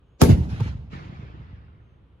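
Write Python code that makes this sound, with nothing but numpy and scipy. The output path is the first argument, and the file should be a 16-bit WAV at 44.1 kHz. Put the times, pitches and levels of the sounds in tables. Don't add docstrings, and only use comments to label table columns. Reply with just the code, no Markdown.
import sys
import numpy as np
from scipy import signal
from scipy.fft import rfft, irfft, next_fast_len
from scipy.io import wavfile
from scipy.ndimage import uniform_filter1d, map_coordinates

SR = 44100
rng = np.random.default_rng(int(sys.argv[2]) if len(sys.argv) > 2 else 0)


def master_out(mix):
    frames = np.transpose(np.atleast_2d(mix))
    ceiling = np.clip(frames, -1, 1)
    pcm = np.round(ceiling * 32767).astype(np.int16)
    wavfile.write(sys.argv[1], SR, pcm)


N = 97020
SHOT_S = .2168

# (frequency [Hz], relative level [dB])
BLAST_SPECTRUM = [(20, -51), (45, -9.5), (110, 9.5), (190, 5.5), (400, -7.5), (750, -15), (1400, -20.5),
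                  (3000, -48.5), (8000, -66.5)]

def blast_wave(start, cut_hz=None, bass_lag_s=.0117, knee_hz=132.5):
    hz = np.fft.rfftfreq(2 * N, 1 / SR)
    trail = bass_lag_s * knee_hz * np.arctan(hz / knee_hz)
    wave = causal(amp(along(BLAST_SPECTRUM, hz))) * np.exp(-2j * np.pi * (trail + hz * start))
    dull = 1 if cut_hz is None else causal((1 + (hz / cut_hz) ** 4) ** -.5)
    return irfft(wave * dull)[:N] / np.abs(irfft(wave)).max()


# (frequency [Hz], relative level [dB])
SWELL_SPECTRUM = [(50, -18.5), (150, -3.5), (450, 2.5), (900, -9.5), (2000, -15.5), (7000, -11.5),
                  (9000, -31.5), (16000, -47.5)]
# (frequency [Hz], level [dB], t60 [s])
BARREL_MODES = [(238.2, -14.5, 0.41), (394.8, -8.5, 0.15), (447, -16.5, .27), (500.4, -19.5, 0.18),
                (534, -22, .17), (632, -27.5, .22), (708.5, -32, .21), (892, -18, 0.15),
                (1125, -25.5, 0.16), (1260, -27.5, .13), (1354, -24, 0.046), (1572, -35, .13)]

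def cannon(swell_db_per_s=1899, boom_delay_s=.002, mic_spread_s=.00033):
    t, lead = since(SHOT_S), np.maximum(SHOT_S - since(0), 0)
    swell = (lead > 0) * amp(-17 - swell_db_per_s * lead) * rush(SWELL_SPECTRUM, YARD_LIKENESS)
    boom = placed(amp(-3) * blast_wave(SHOT_S + boom_delay_s), lag_ms=1)
    ring = 0
    for hz, db, t60 in BARREL_MODES:
        arrival = mic_spread_s * rng.standard_normal((2, 1))
        ring = ring + amp(db - 60 * t / t60) * np.sin(2 * np.pi * hz * (t - arrival))
    return swell + boom + panned(ring, db=3) * attack(t, rise_s=.0027)


# (delay [s], relative level [dB])
CRACK_ARRIVALS = [(0, 1.5), (.0056, -11), (.0088, -11), (0.02, -12), (0.389, -32.5)]
# (frequency [Hz], relative level [dB])
CRACK_SPECTRUM = [(300, 1.5), (1100, 1.5), (2200, -4.5), (4000, -5), (6500, -7), (8800, -10.5),
                  (11000, -10), (14000, -19), (16000, -19)]
# (frequency [Hz], left-right likeness [0-1])
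CRACK_LIKENESS = [(300, 0.778), (10000, 0.2)]

def cracks(t60=.00624):
    total = 0
    for delay, db in CRACK_ARRIVALS:
        t = since(SHOT_S + delay)
        slap = (t > 0) * amp(db - 4.5 - 60 * t / t60)
        total = total + slap * rush(CRACK_SPECTRUM, CRACK_LIKENESS, lag_ms=-.15)
    return total


# (frequency [Hz], relative level [dB])
YARD_SPECTRUM = [(25, -26.5), (60, -7), (150, -4), (330, -6.5), (550, -10.5), (800, -14), (1400, -20.5),
                 (2300, -25), (4000, -27), (6800, -28), (8600, -35.5), (11000, -25), (16000, -40)]
# (frequency [Hz], t60 [s])
YARD_DECAY = [(60, 0.28), (300, 0.54), (1000, 0.17), (4000, 0.25), (10000, 0.21), (16000, 0.13)]
# (frequency [Hz], left-right likeness [0-1])
YARD_LIKENESS = [(60, 0.78), (200, .9), (600, 0.13), (1500, .2), (6000, 0.054)]

def yard():
    wash = fading(rush(YARD_SPECTRUM, YARD_LIKENESS), lambda hz: 60 / along(YARD_DECAY, hz))
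    return amp(-14) * wash * attack(since(SHOT_S), rise_s=.0027)


# (time [s], gain [dB], low-pass [Hz], right microphone lag [ms])
BOOM_ECHOES = [(0.2203, -5, 470, -0.18), (0.23, 7, 55.6, 0.029), (0.2351, -18, 400, .1),
               (0.2551, -13, 266, 0.12), (0.268, -22, 354, 0.06), (0.2795, -10.5, 344, -0.64),
               (.291, -4.5, 403, -0.46), (0.2999, -5, 470, -0.76), (0.3179, 6, 74, -0.84),
               (0.3301, 8.3, 36, -0.88), (0.3774, -16.5, 237, -0.81), (.3992, -4.5, 84, -0.24),
               (.527, -21, 202, -0.54), (0.606, -4, 72.5, -0.15), (0.6146, -9, 78, -0.53),
               (.659, -23, 295, -0.096), (0.747, -21.5, 106, -.3), (0.84, -28, 110.6, -0.34),
               (.929, -29.5, 280, 0.53), (0.951, -32.5, 455, 0.54), (.973, -34, 420, .24),
               (1.05, -26.5, 96, -0.15), (1.092, -29.5, 204, -0.44), (1.123, -28, 160, -0.5),
               (1.189, -29.5, 170, -0.12), (1.227, -28.5, 150, -0.017), (1.368, -25, 74, -0.031),
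               (1.396, -29.5, 98.4, 0), (1.525, -28, 106, .21)]

def echoes():
    return sum(placed(amp(db) * blast_wave(s, cut_hz), lag) for s, db, cut_hz, lag in BOOM_ECHOES)


# (frequency [Hz], level [dB], t60 [s])
KNOCK_MODES = [(474, -23.5, 0.033), (896, -24.5, 0.042), (1370, -42, 0.072)]

def knock(start_s=.605):
    t = since(start_s)
    ring = sum(amp(db - 60 * t / t60) * np.sin(2 * np.pi * hz * t) for hz, db, t60 in KNOCK_MODES)
    return placed(ring * attack(t, rise_s=.004), lag_ms=-.21)


# (time [s], rise [s], hold [s], t60 [s], level [dB], trunk gain [dB], right microphone lag [ms])
STANDS = [(0.283, 0.01, 0.019, 0.2, -35, 11, -0.42), (0.356, 0.021, 0.067, 0.44, -53, 11.5, -0.285),
          (0.484, 0.017, 0.185, 0.47, -48, 4, -0.29), (0.599, 0.0014, 0.004, 0.12, -42, 3.5, 0.07),
          (0.606, 0.029, 0.049, 0.17, -46.5, -7.5, -0.29), (.72, 0.055, 0.11, 0.33, -65.5, 9, -0.17),
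          (0.897, 0.038, 0.017, 0.9, -44, 2.5, 0.45), (.92, 0.12, 0.23, 2.95, -50.5, -2, 0.4),
          (1.33, 0.054, 0.17, 0.42, -57, -8.5, 0.28)]
# (frequency [Hz], relative level [dB])
TWIG_SPECTRUM = [(200, -35), (700, -2.5), (1300, 4), (2100, 3), (4000, -1), (7000, -6.5), (8600, -17),
                 (11000, -5), (13000, -34), (16000, -32)]
# (frequency [Hz], relative level [dB])
TRUNK_SPECTRUM = [(60, -13.5), (150, 2.5), (230, -5), (330, -6), (500, -11), (900, -13.5), (2000, -39)]
# (frequency [Hz], left-right likeness [0-1])
FIELD_LIKENESS = [(60, 1), (200, 0.87), (500, 0.74), (1800, 0.57), (4000, 0.128), (9000, 0.44)]

def thickets(air_db_per_s=12.5):
    total = 0
    for start, rise, hold, t60, db, trunk_db, lag in STANDS:
        swell = np.minimum(since(start) / rise, 1) * amp(db - 60 * since(start + rise + hold) / t60)
        twigs = amp(1.5) * rush(TWIG_SPECTRUM, FIELD_LIKENESS, lag)
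        trunks = amp(trunk_db) * rush(TRUNK_SPECTRUM, FIELD_LIKENESS, lag)
        total = total + swell * (twigs + trunks)
    return fading(total, lambda hz: air_db_per_s * (hz / 4000) ** 1.12)


# (time [s], relative level [dB])
RUMBLE_LEVELS = [(.36, -26), (.5, -29), (.59, -31.5), (.69, -28.5), (.881, -41.5), (1.001, -43),
                 (1.252, -40.5), (1.601, -43), (1.9, -51), (2.2, -56)]
# (frequency [Hz], relative level [dB])
RUMBLE_SPECTRUM = [(20, -38.5), (40, -17), (65, 3.5), (130, -3.5), (200, -8.5), (320, -26.5), (700, -37.5),
                   (2000, -79)]
# (frequency [Hz], loss [dB/s])
RUMBLE_LOSS = [(70, 0.6), (130, 2.5), (250, 9.5)]

def rumble():
    times, level_db = np.transpose(RUMBLE_LEVELS)
    roll = rush(RUMBLE_SPECTRUM, FIELD_LIKENESS, lag_ms=-.32)
    power = np.abs(uniform_filter1d(np.mean(roll ** 2, axis=0), size=3000))
    even = roll / np.sqrt(power + 1e-6)
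    deepening = fading(even, lambda hz: along(RUMBLE_LOSS, hz), patchy_db=.2)
    onset = np.minimum(since(SHOT_S) / (times[0] - SHOT_S), 1) ** 2
    return deepening * onset * amp(np.interp(since(0), times, level_db) + 1)


# (time [s], length [s], pitch [Hz], level [dB])
BIRD_NOTES = [(.02, .2, 6600, -90), (1.768, .25, 6350, -91)]

def bird(waver_hz=150, wavers_per_s=400):
    waver = map_coordinates(rng.standard_normal(N), [since(0) * wavers_per_s])
    total = 0
    for start, length, hz, db in BIRD_NOTES:
        arch = np.abs(np.sin(np.pi * np.minimum(since(start) / length, 1)))
        total = total + amp(db) * arch * np.sin(2 * np.pi * np.cumsum(hz + waver_hz * waver) / SR)
    return total


# (frequency [Hz], relative level [dB])
AMBIENCE_SPECTRUM = [(20, -21), (55, 5), (130, -1.5), (250, -13), (450, -13.5), (650, -22.5), (1200, -23.5),
                     (2000, -35), (3100, -29), (5000, -49.5), (8000, -57), (11000, -57.5), (16000, -72)]

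def ambience():
    return amp(-57) * rush(AMBIENCE_SPECTRUM, FIELD_LIKENESS)


def amp(db):
    return 10 ** (np.asarray(db) / 20)


def unit(x):
    return x / np.sqrt(np.mean(x ** 2) + 1e-20)


def along(points, hz):
    freqs, values = np.transpose(points)
    return np.interp(np.log(hz + 1), np.log(freqs + 1), values)


def since(start):
    return np.maximum(np.arange(N) / SR - start, 0)


def attack(t, rise_s):
    return 1 - np.exp(-t / rise_s)


def filtered(x, response):
    size = next_fast_len(N + SR // 2)
    return irfft(rfft(x, size) * response(np.fft.rfftfreq(size, 1 / SR)), size)[..., :N]


def causal(gain):
    cepstrum = irfft(np.log(np.maximum(gain, 1e-6)))
    half = len(cepstrum) // 2
    return np.exp(rfft(np.r_[cepstrum[0], 2 * cepstrum[1:half], np.zeros(half)]))


def placed(x, lag_ms):
    return filtered(x, lambda hz: np.exp(1j * np.pi * hz * lag_ms / 1000 * np.array([[1], [-1]])))


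def panned(pair, db):
    return pair * amp([[db], [-db]])


def rush(spectrum, likeness, lag_ms=0):
    def mid_side_gains(hz):
        width = np.arccos(np.clip(along(likeness, hz), -1, 1)) / 2
        return amp(along(spectrum, hz)) * [np.cos(width), np.sin(width)]
    mid, side = filtered(rng.standard_normal((2, N)), mid_side_gains)
    return unit(placed(np.array([mid + side, mid - side]), lag_ms))


def fading(x, db_per_s, patchy_db=2.5):
    hz, t, bins = signal.stft(x, SR, nperseg=512)
    patches = uniform_filter1d(rng.standard_normal(bins.shape[1:]), size=3, axis=0)
    patches = unit(uniform_filter1d(patches, size=5, axis=1))
    loss_db = db_per_s(hz)[:, None] * np.maximum(t - SHOT_S, 0)
    return signal.istft(bins * amp(patchy_db * patches - loss_db), SR)[1][:, :N]


def scene():
    field = echoes() + knock() + thickets() + rumble()
    return cracks() + cannon() + yard() + panned(field, db=-.44) + bird() + ambience()


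def record(dry, hardness=3, top_hz=16400):
    clipped = dry / (1 + np.abs(dry) ** hardness) ** (1 / hardness)
    return filtered(clipped, lambda hz: 1 / (1 + (hz / top_hz) ** 70))


dry = scene()
out = record(dry)
master_out(out)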